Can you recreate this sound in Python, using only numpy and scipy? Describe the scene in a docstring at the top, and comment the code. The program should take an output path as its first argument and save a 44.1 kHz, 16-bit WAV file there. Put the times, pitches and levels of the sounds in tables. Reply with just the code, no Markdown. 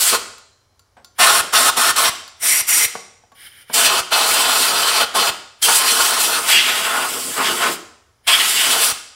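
"""In a workshop, close to a mono microphone, a compressed-air blow gun blasts dust out of a machine's clutch.
Each trigger pull frees a jet of shaped noise that hisses, rasps, roars in the housing and buffets;
resonances colour it, and on sharp edges it whistles. Decaying modes and noise make the taps and bumps of
the gun, a thin stream leaks through the valve, panels and hall echo, and a steady ambience lies below."""
import sys
import numpy as np
from scipy import signal
from scipy.fft import rfft, irfft, next_fast_len
from scipy.io import wavfile
from scipy.ndimage import uniform_filter1d, map_coordinates

SR = 44100
rng = np.random.default_rng(int(sys.argv[2]) if len(sys.argv) > 2 else 0)


def master_out(mix):
    """Clip the mix to full scale and print it as 16-bit PCM to the path in sys.argv[1]."""
    frames = np.transpose(np.atleast_2d(mix))
    ceiling = np.clip(frames, -1, 1)
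    pcm = np.round(ceiling * 32767).astype(np.int16)
    wavfile.write(sys.argv[1], SR, pcm)


N = 403515
T = np.arange(N) / SR  # time [s]

# Most table levels are relative, with a gain set by the source; edge tones and metal pings play as listed.
# Trigger pulls: (opens [s], closes [s], opening time [s], closing time [s], strength [dB])
TRIGGER_PULLS = [(-.01, 0.153, 0.018, 0.029, -0.5), (1.178, 1.404, .02, 0.014, 1.85),
                 (1.519, 1.694, 0.019, .016, 2.25), (1.755, 1.907, 0.02, .016, 2.5),
                 (1.953, 2.09, 0.012, 0.012, 1), (2.39, 2.608, 0.053, 0.019, -4),
                 (2.66, 2.853, 0.032, 0.017, -1), (3.725, 4.001, 0.018, .014, -1.9),
                 (4.099, 5.035, 0.028, 0.018, 0.14), (5.134, 5.296, 0.018, .014, -2),
                 (5.612, 7.73, 0.017, .044, -2), (8.263, 8.918, 0.015, 0.014, -2)]
# The hand aims the jet: (time [s], depth [0 on an open face, 1 inside a recess])
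AIM_DEPTH = [(.09, 0.0073), (.145, 0.83), (1.2, 0.81), (2.1, 0.72), (2.4, 0.071), (2.86, .2), (3.73, 0.21),
             (3.78, 0.85), (3.95, 1), (4.12, .8), (4.65, 0.89), (4.8, 0.94), (5.3, 1), (5.61, 0),
             (5.66, 0.46), (5.69, 0.89), (7.73, 0.91), (8.38, 0.39), (8.57, .3), (8.75, 1), (8.87, 0.73)]
# The jet grazes rims as it wanders, one curve a pull: (time [s], lift of the hiss [dB])
RIM_GRAZES = [
    [(2.39, -8), (2.45, -3), (2.51, 3), (2.57, 0), (2.64, -4)],
    [(3.7, 2), (3.79, 5.5), (3.865, 7), (3.9, -0.5)],
    [(4.08, -2), (4.27, -1), (4.345, 6), (4.375, 0.5), (4.41, 4), (4.45, -2), (4.53, 2), (4.6, 5.5),
     (4.7, 2)],
    [(5.59, 3), (5.69, 4.5), (5.77, 11), (5.83, -1), (5.9, 8), (5.96, 3.5), (6.02, 7.5), (6.09, 7),
     (6.125, 1.5), (6.18, 2), (6.205, 10.5), (6.25, 7), (6.29, 2), (6.45, -0.5), (6.5, 12.5), (6.58, 6)],
    [(8.24, -2), (8.39, -4), (8.5, 1), (8.66, 1), (8.72, 7), (8.77, 3), (8.82, 10.5), (8.95, -1.5)],
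]
# The gun is drawn back during the longest pull: (time [s], nozzle to metal [cm])
NOZZLE_GAP = [(6.39, 1.94), (6.42, 5.9), (6.49, 2.3), (6.62, 4.9), (6.76, 2.6), (7.0, 5), (7.1, 8.7),
              (7.25, 16), (7.38, 8.9), (7.55, 13), (7.73, 9.6), (8.2, 1.8)]
# Harsh swells of the rasp: (time [s], length [s], level [dB])
RASP_SWELLS = [(1.22, .07, -15.5), (1.55, .06, -19), (2.07, 0.084, -20), (3.75, 0.044, -15.5),
               (3.85, 0.046, -18), (4.99, 0.11, -22.5), (5.22, .14, -20.5), (5.9, 0.057, -15.5),
               (6.01, 0.049, -21.5), (6.56, 0.13, -17), (6.68, 0.091, -19), (6.82, 0.17, -30.5),
               (7.46, 0.093, -19.5), (7.645, 0.099, -22.5), (8.295, 0.063, -14.5), (8.35, 0.047, -17.5),
               (8.405, 0.034, -20), (8.72, 0.065, -17)]
# Whoomps as the jet catches a hollow: (time [s], length [s], level [dB])
HOLLOW_WHOOMPS = [(.14, 0.029, -11.5), (5.22, 0.18, -24), (5.695, 0.041, -15), (6.005, 0.032, -16),
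                  (6.505, 0.031, -25.5), (6.69, 0.045, -22), (6.95, 0.23, -20.5), (7.17, 0.071, -29.5),
                  (7.405, 0.06, -19.5), (7.5, 0.11, -24), (7.65, 0.11, -16.5), (8.3, .05, -21.5),
                  (8.76, 0.13, -24.5)]

# Spectra of the flow: (frequency [Hz], density [dB per Hz])
HISS_SPECTRUM = [(300, -33.5), (2000, -19), (5000, -6), (6500, -7), (7600, -0.5), (9200, -0.5), (11500, -5),
                 (15500, -10.5)]
RASP_SPECTRUM = [(900, -27), (1650, -5.5), (2300, -4), (3100, 0), (3500, -2), (3900, -4), (4900, -5),
                 (6400, -12), (9000, -24.5), (15000, -45)]
ROAR_SPECTRUM = [(250, -29.5), (400, -11.5), (550, -11.5), (660, -4.5), (820, -3), (1100, -3.5),
                 (1400, 0.5), (1650, -6), (2400, -14), (6000, -29)]
BUFFET_SPECTRUM = [(25, -28.5), (80, -15.5), (150, -8.5), (250, 0), (310, -2), (400, 2.5), (560, -7.5),
                   (900, -17), (3000, -52.5)]

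# Resonances of the bay around the clutch and of each part hit: (frequency [Hz], width [Hz], level [dB])
BAY_MODES = [(262, 21, -4.5), (465, 60, -2.5), (683, 160, 1.5), (914, 37, 3), (1063, 58, 7.5),
             (1270, 64, 2.5), (1448, 29, 3)]
CASE_MODES = [(1263, 270, -3), (1800, 49, 4), (2070, 57, -2), (2520, 110, -3), (3100, 160, -16),
              (3640, 220, -1), (4270, 240, 0), (5560, 230, 3.5), (9330, 350, 0), (10000, 350, -5)]
HOUSING_MODES = [(455, 92, -2.5), (1360, 160, -16.5), (2627, 84, 5), (3040, 100, 3.5), (3510, 220, -2),
                 (4230, 320, 4), (4740, 280, 0.5), (5720, 160, 3), (9400, 580, -18.5)]
HUB_MODES = [(650, 92, -16), (2105, 230, 7.5), (5760, 230, 6.5), (6920, 160, -2.5), (8900, 660, -2),
             (9800, 180, 0), (11700, 670, 1)]
FIN_MODES = [(2120, 570, -1), (2780, 920, 2.5), (3340, 76, 0.5), (4680, 300, -2.5), (7630, 490, -15.5)]

# Edge tones: (time [s], length [s], pitch [Hz], level [dB])
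EDGE_TONES = [(5.645, 0.033, 3220, -15.5), (6.557, 0.057, 3260, -17), (6.559, 0.045, 2810, -12.5),
              (8.299, 0.075, 3230, -19), (8.345, 0.025, 3285, -7.5)]
# Leak while a finger rests on the trigger: (time [s], level [dB])
LEAK_LEVEL = [(3.335, -73.5), (3.355, -50.5), (3.41, -41), (3.47, -37), (3.5, -48.5), (3.62, -43),
              (3.66, -60), (3.69, -45), (3.73, -36), (3.75, -71)]
# Air through the barely open valve: (frequency [Hz], density [dB per Hz])
SEEP_SPECTRUM = [(300, -19.5), (1000, -22.5), (1600, -5), (2300, -4.5), (2550, -17), (3100, -4),
                 (4400, -18), (5100, -12), (6400, -24), (8800, -21), (9400, -11.5), (15500, -19)]
# Resonances of the valve: (frequency [Hz], width [Hz], level [dB])
VALVE_MODES = [(2280, 200, -3.5), (3040, 140, 1), (5150, 160, -4), (9500, 200, 11)]

# Nozzle on metal: (time [s], level [dB])
NOZZLE_TAPS = [(0.3812, -33), (0.7938, -40), (1.0457, -30), (2.278, -27.5), (3.3193, -46)]
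# Ring of the tapped steel: (frequency [Hz], level [dB], t60 [s])
STEEL_MODES = [(1080, -0.5, .08), (1400, -1.5, .12), (4580, -9, .3), (6100, -12, .3), (7160, -5, 0.17),
               (10300, -11, 0.091)]
# Gun and hose bump the casing: (time [s], peak level [dB], t60 [s])
CASING_KNOCKS = [(.968, -37, .22), (1.437, -24, 0.15), (2.953, -16, 0.057), (3.237, -40.5, 0.064),
                 (3.318, -39, .1), (3.698, -21, 0.076)]
# Resonances of the casing: (frequency [Hz], width [Hz], level [dB])
CASING_MODES = [(221, 90, -0.5), (480, 200, -2), (716, 250, 0), (1080, 150, -16.5), (1472, 210, -12)]
# Thin metal left ringing by a contact: (time [s], frequency [Hz], level [dB], t60 [s])
METAL_PINGS = [(.381, 4119, -55, 1.1), (0.969, 1560, -52, 0.23), (.97, 720, -50.5, 0.33),
               (.97, 8060, -63.5, 0.47), (3.32, 1125, -44.5, .1)]

# Echo of the workshop: (frequency [Hz], t60 [s])
HALL_DECAY = [(150, .66), (1000, 0.63), (3000, 0.61), (7000, 0.68), (11000, 0.38), (15000, .33)]
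# Tone of that echo: (frequency [Hz], level [dB])
HALL_COLOUR = [(100, 3.5), (600, 1.5), (5000, 0), (9000, -3.5), (15000, -4)]
# Background of the workshop: (frequency [Hz], density [dB per Hz])
AMBIENT_SPECTRUM = [(25, -18), (60, -7), (95, 0), (160, -18.5), (400, -17.5), (1200, -18.5), (2800, -34),
                    (5500, -25), (8500, -36), (15000, -44)]

# Where the nozzle points (from [s], to [s]); at other times into the housing
ON_CASE, ON_HUB, ON_FINS = (1.0, 2.25), (2.25, 3.2), (6.42, 8.68)
# A full hose blows this much harder [dB]; time constant of draining and refilling [s]
SURGE_DB, HOSE_S = 5, .24
# A steady jet, close up and deep in a recess [dB], ahead of the trims in jet()
HISS_DB, RASP_DB, ROAR_DB, BUFFET_DB = -23.5, -20.5, -19, -39.5
# Change on an open face, against inside a recess [dB]
OPEN_HISS_DB, OPEN_RASP_DB, OPEN_ROAR_DB = 6.5, -2.5, -15
GRAZE_RASP, GRAZE_ROAR = 0.33, -0.27  # dB for each dB that grazing lifts the hiss
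NEAR_CM = 2  # the jet loses no level over a shorter gap [cm]
BUFFET_PER_ROAR, BUFFET_PER_GAP = 0.62, 0.48  # dB for each dB of roar, and for each dB lost over the gap
# The nozzle's own hiss with nothing in its way [dB], ahead of the trims in jet()
FREE_JET_DB = -28.5
FREE_JET_PER_GAP = 0.15  # dB gained for each dB lost over the gap, as the nozzle comes clear of the bay
SWELL_HISS_DB = -8  # hiss that a rasp swell adds, against its rasp [dB], ahead of the trims in jet()
TOP_HZ = 15800  # band limit of the recorder [Hz]


def jet(hiss_db, rasp_db, roar_db, buffet_db):
    """Fine eddies hiss, the jet breaking up on metal rasps, and big eddies roar and buffet in the hollows."""
    flutter = wobble(70)  # the jet flaps on the surface
    hiss = amp(hiss_db + 0.57 + 0.88 * flutter + 0.29 * wobble(25)) * noise(HISS_SPECTRUM)
    rasp = amp(rasp_db - 2.5 + .7 * flutter + 1.8 * wobble(35)) * noise(RASP_SPECTRUM)
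    roar = amp(roar_db - 5.0 + 0.59 * flutter + 0.6 * wobble(30)) * noise(ROAR_SPECTRUM)
    buffet = amp(buffet_db + 3.1 * wobble(25)) * noise(BUFFET_SPECTRUM)
    return valve() * eddies(hiss + rasp + roar + buffet, patchy_db=1.6)


def valve(lead=0.0):
    """Opening of the trigger valve, 0 to 1, starting lead seconds early."""
    opening = np.zeros(N)
    for on, off, rise, fall, _ in TRIGGER_PULLS:
        lift = np.clip((T - on + lead) / (rise + lead), 0, 1) ** 2
        shut = np.clip(1 - (T - off) / fall, 0, 1) ** 1.1
        opening += lift * shut
    return opening


def pressure():
    """Drive of the jet in dB: pulls differ in strength; the hose drains while open and refills while shut."""
    opens, *_, strength_db = np.transpose(TRIGGER_PULLS)
    latest = np.maximum(np.searchsorted(opens, T) - 1, 0)
    keep = np.exp(-1 / (HOSE_S * SR))
    drained = signal.lfilter([1 - keep], [1, -keep], valve())
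    return strength_db[latest] + SURGE_DB * (1 - drained)


def flow():
    """Levels in dB of hiss, rasp, roar and buffeting, from pressure, aim and distance to the metal."""
    exposed = 1 - np.clip(curves(AIM_DEPTH)[0], 0, 1)
    graze_db = sum(np.interp(T, *np.transpose(rows), left=0, right=0) for rows in RIM_GRAZES)
    gap_db = 20 * np.log10(np.maximum(curves(NOZZLE_GAP)[0] / NEAR_CM, 1))
    impact_db = pressure() - gap_db
    harsh = swells(RASP_SWELLS)
    whoomps = swells(HOLLOW_WHOOMPS)
    free_jet = amp(FREE_JET_DB + FREE_JET_PER_GAP * gap_db)
    spray = np.hypot(free_jet, amp(SWELL_HISS_DB) * harsh)
    hiss_db = together(impact_db + HISS_DB + OPEN_HISS_DB * exposed + graze_db, spray)
    rasp_db = together(impact_db + RASP_DB + OPEN_RASP_DB * exposed + GRAZE_RASP * graze_db, harsh)
    roar_db = together(impact_db + ROAR_DB + OPEN_ROAR_DB * exposed + GRAZE_ROAR * graze_db, whoomps)
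    # buffeting grows with the roar, and with distance as the jet spreads into bigger eddies
    buffet_db = BUFFET_DB + BUFFET_PER_ROAR * (roar_db - ROAR_DB) + BUFFET_PER_GAP * gap_db
    return hiss_db, rasp_db, roar_db, buffet_db


def eddies(x, patchy_db):
    """Shifting turbulence lifts and drops patches of the spectrum."""
    z = signal.stft(x, nperseg=512)[2]
    over_hz = uniform_filter1d(rng.standard_normal(z.shape), size=6, axis=0)
    field = uniform_filter1d(over_hz, size=10, axis=1)
    return signal.istft(z * amp(patchy_db * unit(field)), nperseg=512)[1][:N]


def clutch(air, hiss_db, roar_db, depth_db=-0.5):
    """The bay and the part under the nozzle lend the jet their resonances."""
    air = air + resonate(air, BAY_MODES)
    case, hub, fins = during(*ON_CASE), during(*ON_HUB), during(*ON_FINS)
    # the housing speaks most when the jet roars inside it, least when it hisses past the rim
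    inside = 1 / (1 + amp(hiss_db - roar_db - depth_db))
    housing = (1 - case - hub - fins) * inside
    out = amp(-1.49) * air
    out += amp(-3) * resonate(air * case, CASE_MODES)
    out += amp(2.5) * resonate(air * housing, HOUSING_MODES)
    out += amp(2.0) * resonate(air * hub, HUB_MODES)
    out += amp(-1.0) * resonate(air * fins, FIN_MODES)
    return out


def whistles(width_hz=70):
    """Crossing a sharp edge, the jet briefly locks into a breathy tone: noise in a narrow band."""
    out = np.zeros(N)
    for s, length, hz, db in EDGE_TONES:
        tone = unit(filtered(rng.standard_normal(N), lambda f: 1 / (1 + ((f - hz) / width_hz) ** 2)))
        out += swells([(s, length, db)]) * tone
    return valve() * out


def puffs(push_hz=90, db=-35):
    """The flow stopping at each release gives one soft low push, weaker when the valve closes slowly."""
    out = np.zeros(N)
    quickest = min(pull[3] for pull in TRIGGER_PULLS)
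    for _, off, _, fall, _ in TRIGGER_PULLS:
        u = (T - off - fall / 2) * 2 * np.pi * push_hz
        push = 2 * u * np.exp(-np.minimum(u * u / 2, 50))
        out += amp(db) * (quickest / fall) ** 2 * push
    return out


def leak(seep_db=-41):
    """A thin stream sings through the valve as it lifts, and while a finger rests on the trigger."""
    air = noise(SEEP_SPECTRUM)
    stream = unit(air + amp(-5.0) * resonate(air, VALVE_MODES))
    resting = amp(curves(LEAK_LEVEL)[0] - 1.0)
    lifting = amp(seep_db) * valve(lead=0.037)
    return (resting + lifting) * stream


def contacts(tick_t60=0.037):
    """Bright nozzle taps, dull bumps on the casing and metal pings: noise bursts and decaying modes."""
    out, t = np.zeros(N), T[:SR]
    for s, db in NOZZLE_TAPS:
        ring = sum(ringing(hz, level + rng.normal(0, 2), t60) for hz, level, t60 in STEEL_MODES)
        scrape = unit(resonate(rng.standard_normal(SR), [(4300, 1000, 8.5), (8000, 6400, -6.5)]))
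        tick = scrape * amp(-60 * t / tick_t60)
        add(out, s, amp(db - 7) * (tick + amp(-9.0) * ring))
    for s, db, t60 in CASING_KNOCKS:
        blow = rng.standard_normal(SR) * amp(-60 * t / t60)
        body = resonate(resonate(blow, CASING_MODES), [(797, 2400, 0.011)])  # a soft contact has little treble
        add(out, s, amp(db - 1.5) * body / np.abs(body).max())
    for s, hz, db, t60 in METAL_PINGS:
        add(out, s, ringing(hz, db, t60, waver=.7))
    return out


def panels(x, echo_db=-18, count=6):
    """Nearby panels return short echoes whose paths drift as the hand moves."""
    out = x.copy()
    for place in rng.uniform(-1, 1, count):
        delay = .007 + .004 * place + .00006 * wobble(2.5)  # [s]
        out += amp(echo_db) * np.interp(T - delay, T, x, left=0)
    return out / np.sqrt(1 + count * amp(2 * echo_db))


def hall(x, gap=0.017):
    """The workshop's echo: noise decaying at its own rate in each band, faded in over gap seconds."""
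    hz, t, z = signal.stft(rng.standard_normal(SR), SR, nperseg=256)
    decay_db = along(HALL_COLOUR, hz)[:, None] - 60 * t / along(HALL_DECAY, hz)[:, None]
    tail = signal.istft(z * amp(decay_db), SR, nperseg=256)[1]
    tail = tail * np.clip(np.arange(len(tail)) / SR / gap, 0, 1)
    return signal.fftconvolve(x, tail / np.linalg.norm(tail))[:N]


def ambience(db=-62.0):
    """The steady background of the workshop, as coloured noise."""
    return amp(db) * noise(AMBIENT_SPECTRUM)


def amp(db):
    """Gain for a level in dB."""
    return 10 ** (np.asarray(db) / 20)


def unit(x):
    """x scaled to rms 1."""
    return x / np.sqrt(np.mean(x ** 2) + 1e-20)


def along(points, hz):
    """Values at hz, from (frequency [Hz], value) points on a log axis."""
    f, v = np.transpose(points)
    return np.interp(np.log(hz + 1), np.log(f + 1), v)


def curves(rows):
    """One value per sample for each column after the time."""
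    s, *cols = np.transpose(rows)
    return [np.interp(T, s, c) for c in cols]


def wobble(rate):
    """A smooth random curve, rate knots a second."""
    return map_coordinates(rng.standard_normal(int(N * rate / SR) + 4), [T * rate])


def filtered(x, response):
    """x times a complex response of frequency."""
    size = next_fast_len(len(x) + SR // 4)
    return irfft(rfft(x, size) * response(np.fft.rfftfreq(size, 1 / SR)), size)[:len(x)]


def noise(spectrum):
    """Coloured noise of rms 1."""
    return unit(filtered(rng.standard_normal(N), lambda hz: amp(along(spectrum, hz))))


def resonate(x, modes):
    """x through parallel resonances: (frequency [Hz], width [Hz], level [dB])."""
    def response(f):
        return sum(amp(db) * 1j * f * w / (c * c - f * f + 1j * f * w) for c, w, db in modes)
    return filtered(x, response)


def add(track, s, sound):
    """Mix a short sound into a track at time s."""
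    part = track[max(round(s * SR), 0):][:len(sound)]
    part += sound[:len(part)]


def during(start, end):
    """1 between two times and 0 outside, with soft edges."""
    return uniform_filter1d(1.0 * ((T > start) & (T < end)), size=2000)


def ringing(hz, db, t60, waver=1.0):
    """One second of a decaying mode whose phase wanders as the contact rubs."""
    t = T[:SR]
    wander = waver * map_coordinates(rng.standard_normal(64), [t * 60])
    return amp(db - 60 * t / t60) * np.sin(2 * np.pi * hz * t + wander)


def swells(rows):
    """Summed gain of bell-shaped swells: (time [s], length [s], level [dB])."""
    return sum(amp(db) * np.exp(-(2 * (T - s) / length) ** 2) for s, length, db in rows)


def together(db, gain):
    """Level in dB of two unrelated noises, one given in dB and one as a gain."""
    return 10 * np.log10(amp(db) ** 2 + gain ** 2)


def scene():
    """Mix the close sound, the hall and the ambience; both channels carry the same mono signal."""
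    hiss_db, rasp_db, roar_db, buffet_db = flow()
    air = jet(hiss_db, rasp_db, roar_db, buffet_db)
    coloured = clutch(air, hiss_db, roar_db)
    small = whistles() + leak()
    taps = contacts()
    near = panels(coloured + small) + puffs() + taps
    # the hall gets mostly the open jet; only the exposed hub sends it all of its ring
    let_out = np.maximum(amp(-9), during(*ON_HUB))
    room = hall(let_out * coloured + amp(1.5) * (1 - let_out) * air + small + taps)
    mono = near + amp(-12.5) * room + ambience()
    return np.array([mono, mono])


def record(dry):
    """The recorder rounds the highest peaks and keeps nothing above its band limit."""
    rounded = dry / (1 + np.abs(dry) ** 8) ** (1 / 8)
    low_pass = signal.firwin(501, TOP_HZ, fs=SR, window="blackman")
    return signal.fftconvolve(rounded, low_pass[None], mode="same", axes=1)


dry = scene()
out = record(dry)
master_out(out)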